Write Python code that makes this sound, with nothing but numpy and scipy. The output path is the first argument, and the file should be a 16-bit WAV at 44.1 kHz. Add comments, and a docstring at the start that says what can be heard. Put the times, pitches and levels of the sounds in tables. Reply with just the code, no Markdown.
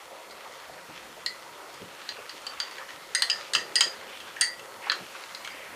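"""In a small hard kitchen, thick sauce simmers in a steel pan: banded grains, pan resonances and noise swells.
A steady rush lies under it: patchy low rumble, and a fine treble hiss that creeps up.
Near by, steel cutlery clinks and knocks: struck modes and dying noise, with the room's reflections; dull thuds.
One microphone feeds both channels; a separate faint treble noise is added with opposite sign in each."""
import sys
import numpy as np
from scipy import signal
from scipy.io import wavfile

SR = 44100
rng = np.random.default_rng(int(sys.argv[2]) if len(sys.argv) > 2 else 0)


def wav_out(sig):
    """Save sig, one row per channel (or a flat mono array), as 16-bit PCM at SR to the path in sys.argv[1]."""
    wavfile.write(sys.argv[1], SR, np.round(np.clip(np.atleast_2d(sig).T, -1, 1) * 32767).astype(np.int16))


N = 253676   # length in samples


def from_db(db):
    """Gain of a level in dB."""
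    return 10 ** (np.asarray(db) / 20)


def rms_one(x):
    """Scale to rms 1."""
    return x / np.sqrt(np.mean(x ** 2) + 1e-20)


def in_time(rows):
    """Table columns after start_s as one value per sample, in straight lines between rows."""
    start_s, *columns = np.transpose(rows)
    return [np.interp(np.arange(N) / SR, start_s, column) for column in columns]


def at_hz(points, hz):
    """Read the second column of a table on a log-frequency axis."""
    table_hz, values = np.array(points).T
    return np.interp(np.log(hz), np.log(table_hz), values)


def butter(x, order, hz, kind):
    """Butterworth filter: low, high or band."""
    return signal.sosfilt(signal.butter(order, hz, kind, fs=SR, output="sos"), x)


def drift(rate_hz):
    """Slow random wander of rms 1: noise through two equal low-pass poles at rate_hz."""
    step = 40   # samples between the slow values
    pole = np.exp(-2 * np.pi * rate_hz * step / SR)
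    white = rng.standard_normal(N // step + 2002)
    slow = signal.lfilter([1], [1, -2 * pole, pole * pole], white)[2000:]   # the filter has settled
    return np.interp(np.arange(N) / step, np.arange(len(slow)), rms_one(slow))


def bands(x, low_hz, high_hz):
    """Third-octave bands of two alternating signals, with their centres in Hz."""
    edges = low_hz * 2 ** np.arange(0, np.log2(high_hz / low_hz) + .01, 1 / 3)
    for k, (low, high) in enumerate(zip(edges, edges[1:])):
        yield np.sqrt(low * high), butter(x[k % 2], 2, [low, high], "band")


def patchy(excite, spectrum, together_db, own_db):
    """Colour an excitation; bands swell partly together, partly alone; rms 1."""
    shared = drift(6.1)
    low_hz, high_hz = spectrum[0][0], min(spectrum[-1][0], 19000)
    out = 0
    for hz, band in bands(excite, low_hz, high_hz):
        level_db = at_hz(spectrum, hz) + together_db * shared + own_db * drift(3.8)
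        out = out + from_db(level_db) * band
    return rms_one(out)


def grains(per_s, spread_db, noise_share):
    """Clicks of uneven size and either sign over a bed of noise, two draws; noise_share is of the power."""
    sizes = from_db(spread_db * np.minimum(rng.exponential(1, (2, N)), 5))
    signed = sizes * rng.choice([-1, 1], (2, N))
    pops = rms_one(signed * (rng.random((2, N)) < per_s / SR))
    return np.sqrt(1 - noise_share) * pops + np.sqrt(noise_share) * rng.standard_normal((2, N))


def puff(white, low_hz, high_hz, swell_s, t60_s):
    """Band noise that swells and dies; peak 1."""
    t = np.arange(len(white)) / SR
    shape = (1 - np.exp(-t / max(swell_s, .001))) * from_db(-60 * t / t60_s)
    sound = shape * butter(white, 2, [low_hz, high_hz], "band")
    return sound / np.max(np.abs(sound))


def add(out, start_s, sound):
    """Mix a sound in at a time."""
    i = round(start_s * SR)
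    out[i:i + len(sound)] += sound[:N - i]


# narrow resonances of the pan: (pitch_hz, width_hz, level_db: mean, re bubbling)
PAN_RESONANCES = [(536.4, 33, -7.5), (943, 32, -10.5), (1299, 24, -12), (1994, 150, -10.5),
                  (4350, 150, -15)]


def pan_hum():
    """The simmer keeps a few narrow resonances of the pan sounding: noise through two-pole resonators."""
    out = 0
    for pitch_hz, width_hz, level_db in PAN_RESONANCES:
        pole = np.exp(-np.pi * width_hz / SR)
        feedback = [1, -2 * pole * np.cos(2 * np.pi * pitch_hz / SR), pole * pole]
        ring = signal.lfilter([1, 0, -1], feedback, rng.standard_normal(N))
        out = out + from_db(level_db + 1.7 * drift(3.1)) * rms_one(ring)
    return out


# colour of the soft bubbling, before levelling: (pitch_hz, level_db: per Hz)
BUBBLING_SPECTRUM = [(150, -74), (250, -29), (306, -6.5), (386, 1.5), (437, 1), (535, 0.5), (697, 0.5),
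                     (1300, -1.5), (1600, -11), (2080, -12), (3520, -120)]


def bubbling():
    """Soft bubbling: many small grains over noise, in low and middle bands that swell unevenly; rms 1."""
    grain = grains(per_s=250, spread_db=2.5, noise_share=0.89)
    return patchy(grain, BUBBLING_SPECTRUM, together_db=1.23, own_db=2.0)


# colour of the rustle above the bubbling, before levelling: (pitch_hz, level_db: per Hz)
RUSTLE_SPECTRUM = [(710, -6), (1200, 0.5), (1980, -0.5), (2530, -1.5), (2870, 0.5), (3740, -5.5),
                   (4240, -7), (7000, -14.5), (9100, -31), (15400, -120)]


def rustle():
    """Rustle: denser and more uneven grains over noise, in brighter bands; rms 1."""
    grain = grains(per_s=600, spread_db=5.5, noise_share=0.76)
    return patchy(grain, RUSTLE_SPECTRUM, together_db=1.4, own_db=1.9)


# course of the simmer: (start_s, bubbling_db, rustle_db)
SIMMER_LEVELS = [(0, -50.5, -51), (.85, -49.5, -48), (1.17, -52, -49.5), (1.65, -49, -49),
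                 (2.03, -52.5, -47.5), (2.77, -51, -46), (3.1, -52.5, -48.5), (3.38, -50, -42),
                 (3.55, -50.5, -50), (3.88, -46.5, -47.5), (4.2, -51, -46), (4.93, -47.5, -50.5),
                 (5.24, -50, -45), (5.75, -49.5, -53.5)]


def simmer():
    """Bubbling and pan hum share one level course; the rustle rises and falls on its own."""
    bubbling_db, rustle_db = in_time(SIMMER_LEVELS)
    return from_db(bubbling_db) * (bubbling() + pan_hum()) + from_db(rustle_db) * rustle()


# colour of the rumble, before levelling: (pitch_hz, level_db: per Hz)
RUMBLE_SPECTRUM = [(24, -44), (40, -9), (320, -0.5), (420, -8), (700, -120)]
# course of the rumble: (start_s, level_db)
RUMBLE_COURSE = [(0.0, -67), (0.45, -62), (0.72, -61.5), (2.8, -64), (3.55, -63), (3.65, -58.5),
                 (5.24, -66), (5.75, -58.5)]


def rumble():
    """Low rumble: noise in patchy bass bands, its level wandering."""
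    level_db, = in_time(RUMBLE_COURSE)
    noise = rng.standard_normal((2, N))
    return from_db(level_db) * patchy(noise, RUMBLE_SPECTRUM, together_db=-1.5, own_db=3.0)


# colour of the hiss, before levelling: (pitch_hz, level_db: per Hz)
HISS_SPECTRUM = [(3000, -6), (6000, -1.5), (10000, -2), (15000, -9)]
HISS_START_DB, HISS_CREEP_DB_PER_S = -57.5, .55
OPPOSED_DB = -14   # separate noise of opposite sign, re hiss
TREBLE_TOP_HZ = 15650   # 40 dB down from here up


def hiss():
    """Both channels carry one fine treble hiss that creeps up; separate opposed noise rises with it."""
    spectrum = HISS_SPECTRUM + [(19000, HISS_SPECTRUM[-1][1])]
    fine_hiss = patchy(rng.standard_normal((2, N)), spectrum, together_db=.3, own_db=.2)
    opposed = rms_one(butter(rng.standard_normal(N), 4, 9000, "high")) * [[1], [-1]]
    treble = fine_hiss + from_db(OPPOSED_DB) * opposed
    top = signal.cheby2(12, 40, TREBLE_TOP_HZ, fs=SR, output="sos")
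    level_db = HISS_START_DB + HISS_CREEP_DB_PER_S * np.arange(N) / SR
    return from_db(level_db) * signal.sosfilt(top, treble)


# soft bursts in the sauce: (start_s, peak_db, pitch_hz: centre, t60_s)
SAUCE_BURSTS = [(.105, -38, 603, 0.22), (.446, -37, 950, 0.16), (.694, -36.5, 576, 0.081),
                (.775, -39, 1710, .15), (.895, -39, 905, 0.12), (1.165, -39.5, 563, .15),
                (2.181, -35.5, 510, 0.14), (2.335, -41, 400, 0.17), (2.574, -34, 1750, 0.058),
                (2.794, -33.5, 1100, 0.19), (2.904, -35.5, 950, .11), (3.6, -37.5, 427, .27),
                (3.86, -35.5, 460, 0.11), (4.022, -39, 1440, 0.1), (4.088, -40, 1300, 0.18),
                (4.128, -37, 2350, 0.062), (4.815, -30, 1990, 0.48), (4.868, -26.5, 1060, 0.081),
                (4.922, -22, 2240, 0.044), (5.0, -38.5, 593, 0.086), (5.15, -32, 1070, 0.057),
                (5.285, -43, 1220, .14), (5.509, -36, 2100, 0.54), (5.599, -36, 1880, .43),
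                (5.689, -36.5, 1850, .33)]
SWELL_PER_S = 0.28   # long bursts swell slowly: swell_s = this x t60_s squared


def bursts():
    """A fat bubble breaks: a swell of noise round its own pitch."""
    out = np.zeros(N)
    whites = rng.standard_normal((len(SAUCE_BURSTS), SR // 3))
    for (start_s, peak_db, pitch_hz, t60_s), white in zip(SAUCE_BURSTS, whites):
        swell_s = SWELL_PER_S * t60_s ** 2
        add(out, start_s, from_db(peak_db) * puff(white, pitch_hz / 1.38, pitch_hz * 1.375, swell_s, t60_s))
    return out


# a hard contact has less knock and a clearer ring: (dB when soft, dB when hard)
KNOCK_DB, CLEAR_RING_DB = (0.5, -25.5), (-5, -2.5)   # re side ring, re clatter
OVERTONE_DB = (-11, -21.5)   # re the mean of clack and high bend
TWIST_DB = -2.5   # re the mean of side ring and high bend


def family_levels(low_db, side_db, clack_db, main_db, high_db, hardness):
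    """Level of the eight mode families, and of their clear ring, for one contact."""
    knock, clear, overtone = (soft + (hard - soft) * hardness
                              for soft, hard in (KNOCK_DB, CLEAR_RING_DB, OVERTONE_DB))
    knock_db = side_db + knock
    twist_db = (side_db + high_db) / 2 + TWIST_DB
    overtone_db = (clack_db + high_db) / 2 + overtone
    return [knock_db, low_db, side_db, clack_db, main_db, twist_db, high_db, overtone_db], clear


# cutlery contacts: (start_s, low_bend_db, side_ring_db, clack_db, main_bend_db, high_bend_db,
# hardness: 0-1, low_bend_hz, main_bend_hz, grip: factor on t60); the dB set each family's strength
CONTACTS = [(.3087, -54, -53, -47, -51, -53, 0.4, 2070, 4790, 0.69),
            (1.262, -36.5, -40.5, -27.5, -35.5, -39.5, 0.56, 2005, 4650, 0.56),
            (1.7414, -64, -55, -54, -49.5, -50, 0.1, 1750, 4800, .6),
            (2.0903, -43, -40.5, -32.5, -41.5, -47, 0.64, 1815, 4660, 0.52),
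            (2.2944, -48, -41, -41, -40.5, -55.5, .45, 1860, 4640, 0.51),
            (2.4177, -68, -62, -60, -61, -51, .1, 1720, 4500, 0.46),
            (2.4666, -48, -39.5, -42, -35.5, -48, 0.23, 1774, 4610, 0.63),
            (2.6007, -46, -32, -41, -29.5, -38.5, 0.14, 1810, 4680, 0.66),
            (2.7105, -51, -51.5, -53.5, -47, -53.5, 0.14, 1970, 4570, 0.88),
            (2.7825, -41.5, -49, -51, -59, -60, 0, 1757, 4700, 1.2),
            (2.8883, -48, -55, -53, -63, -65, .25, 1840, 4530, 1.4),
            (3.1491, -32.5, -34.5, -27.5, -33.5, -26, 1, 1920, 4840, 1),
            (3.1934, -47, -53, -44, -38, -48, .1, 1885, 4700, .71),
            (3.2212, -30, -24, -19.5, -25, -27.5, 0.1, 1865, 4720, 0.5),
            (3.299, -38.5, -26.5, -32, -27.5, -38.5, .85, 1803, 4890, 1),
            (3.5349, -32.5, -34, -26, -30, -35, 0.66, 1850, 4780, 0.97),
            (3.5498, -32, -21.5, -27, -33, -35.5, 0.3, 1825, 4780, 0.89),
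            (3.7561, -30.5, -28, -28.5, -22, -26, 0.6, 1887, 4780, 1.02),
            (3.8074, -36, -19, -23.5, -20.5, -27.5, 0.31, 1783, 4876, 0.93),
            (4.2028, -53, -44.5, -57, -59, -66, 0.4, 1668, 4690, 1.3),
            (4.3638, -40, -47.5, -63.5, -65.5, -61.5, 0, 1732, 4700, 1),
            (4.4107, -30.5, -32.5, -33, -30, -24, 0.94, 1936, 4710, 1.13),
            (4.4173, -31, -36, -33, -29, -38, 0.14, 1934, 4560, 0.82),
            (4.5949, -72, -43, -58, -75, -70, 1, 1850, 4700, 0.75),
            (4.8982, -26, -22.5, -18, -39, -64, 0.7, 1714, 4580, .36),
            (4.9185, -43, -27, -34, -43, -46, 0.13, 1900, 4890, 0.43),
            (5.3482, -51, -41.5, -37, -42, -53, .2, 1930, 4820, 0.47),
            (5.447, -42, -44.5, -44, -58.5, -52, 0.2, 2160, 4860, 1),
            (5.475, -46, -37.5, -48, -52, -62, 0, 2000, 4730, 0.47),
            (5.5024, -49, -67, -59, -50, -63, 0.1, 2110, 4770, 0.89)]
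# modes of knock, low bend, side ring, clack, main bend, twist, high bend and overtones,
# before each contact retunes and damps them: (pitch_hz, level_db: re family, t60_s)
MODE_FAMILIES = [
    [(1032, -2.5, 0.022), (1379, 3.5, 0.059)],
    [(1814, 4, 0.079), (1905, 2.5, 0.37), (2007, 3.9, 0.2)],
    [(2695, 3, 0.071), (2993, 11, 0.029), (3110, 3, 0.027), (3267, 4.2, 0.034)],
    [(4180, 0.5, 0.02), (4173, 6.5, 0.044)],
    [(4570, -0.5, 0.027), (4720, 0, 0.082), (4823, 8, 0.17), (4800, 5, 0.084), (5260, 2.5, 0.042)],
    [(6470, 3.5, 0.09), (6600, -8, 0.054), (7310, -1.5, 0.03)],
    [(8580, 4, 0.034), (8720, 7.5, 0.042)],
    [(9730, -3.5, 0.14), (11240, -2, 0.084), (13400, -4, .04), (14850, -5, 0.12)],
]
# many small modes round each family, heard as dying noise: (low_hz, high_hz, level_db: re family)
CLATTER_BANDS = [(920, 2030, 3.5), (1360, 2470, 2), (2110, 3700, 2), (3390, 4230, 2), (4550, 5810, -12),
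                 (5460, 7830, 3), (8300, 8360, -2), (9700, 13000, -1)]
LOW_BEND_HZ, MAIN_BEND_HZ = 1900, 4800   # the two bends are retuned from here to each piece
CLATTER_T60_S, CRACK_T60_S = 0.042, 0.0045   # grip scales the clatter's only
CRACK_DB = 9   # re clatter
CONTACT_S = 0.000074   # time constant of the attack
RATTLE, RATTLE_HZ = 0.66, 122   # rms depth of the flutter, and its top speed


def cutlery():
    """Each contact rings all mode families and clatter at its row's levels; hardness sets knock and ring."""
    out, t = np.zeros(N), np.arange(SR // 4) / SR
    modes = np.array([mode for family in MODE_FAMILIES for mode in family])
    counts = [len(family) for family in MODE_FAMILIES]
    signs = (-1) ** np.arange(len(modes))   # neighbouring modes start in opposite directions
    luck = rng.normal(0, 1, (len(CONTACTS), 2, len(modes)))
    white = rng.standard_normal((len(CONTACTS), SR // 10))
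    clatter = []
    for low_hz, high_hz, level_db in CLATTER_BANDS:
        even = np.sqrt(SR / 2 / (high_hz - low_hz))   # equal power whatever the width
        clatter.append(from_db(level_db) * even * butter(white, 3, [low_hz, high_hz], "band"))
    attack = (1 - np.exp(-t / CONTACT_S)) * np.minimum(1, 20 * (t[-1] - t))   # fades out at the end
    # a ringing piece chatters on its neighbours
    chatter = rms_one(butter(rng.standard_normal((len(modes), N + len(t))), 2, RATTLE_HZ, "low"))
    for k, (start_s, *strike, low_bend_hz, main_bend_hz, grip) in enumerate(CONTACTS):
        family_db, ring_db = family_levels(*strike)
        mode_db = ring_db + modes[:, 1] + np.repeat(family_db, counts) + 1.5 * luck[k, 0]
        level = signs * from_db(mode_db)
        retune = [1, low_bend_hz / LOW_BEND_HZ, 1, 1, main_bend_hz / MAIN_BEND_HZ, 1, 1, 1]
        hz = modes[:, 0] * np.repeat(retune, counts) * (1 + 0.0056 * luck[k, 1])
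        decay = from_db(-60 * t / (modes[:, 2:] * grip))
        i = round(start_s * SR)
        flutter = 1 + RATTLE * chatter[:, i:i + len(t)]
        ring = level @ (flutter * np.sin(2 * np.pi * hz[:, None] * t) * decay)
        add(out, start_s, attack * ring)
        noise = sum(from_db(db) * band[k] for db, band in zip(family_db, clatter))
        dying = from_db(-60 * t / (CLATTER_T60_S * grip)) + from_db(CRACK_DB - 60 * t / CRACK_T60_S)
        add(out, start_s, noise * (attack * dying)[:SR // 10])
    return butter(out, 4, 750, "high")


# how long the kitchen rings: (pitch_hz, t60_s)
ROOM_DECAY = [(500, 0.51), (2000, 0.2), (5000, 0.24), (10000, 0.21)]
ROOM_DB, ROOM_GAP_S = -6.5, .004   # the reflections' level re direct sound for noise, and their delay


def kitchen(x):
    """Dense reflections that die away band by band after a short gap."""
    t = np.arange(SR // 2) / SR
    noise = rng.standard_normal((2, len(t)))
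    tail = sum(band * from_db(-60 * t / at_hz(ROOM_DECAY, hz)) for hz, band in bands(noise, 200, 17500))
    tail *= t > ROOM_GAP_S
    return from_db(ROOM_DB) * signal.fftconvolve(x, tail / np.sqrt(np.sum(tail ** 2)))[:N]


# soft low bumps: (start_s, peak_db)
LOW_BUMPS = [(.885, -39.5), (1.815, -34), (3.56, -40), (3.854, -47), (4.222, -49), (5, -37)]


def bumps():
    """Dull thuds: low noise that swells for a moment and dies."""
    out = np.zeros(N)
    whites = rng.standard_normal((len(LOW_BUMPS), SR // 3))
    for (start_s, peak_db), white in zip(LOW_BUMPS, whites):
        thud = puff(white, low_hz=100, high_hz=520, swell_s=0.0028, t60_s=.21)
        add(out, start_s, from_db(peak_db) * thud)
    return out


def scene():
    """Sauce, rumble, cutlery with its room, and thuds alike in both channels, with the hiss."""
    sauce = simmer() + bursts()
    rush = rumble() + hiss()
    steel = cutlery()
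    return sauce + rush + steel + kitchen(steel) + bumps()


def record(dry):
    """The top is cut steeply: 70 dB down from 16770 Hz up."""
    return signal.sosfilt(signal.cheby2(12, 70, 16770, fs=SR, output="sos"), dry)


dry = scene()
out = record(dry)
wav_out(out)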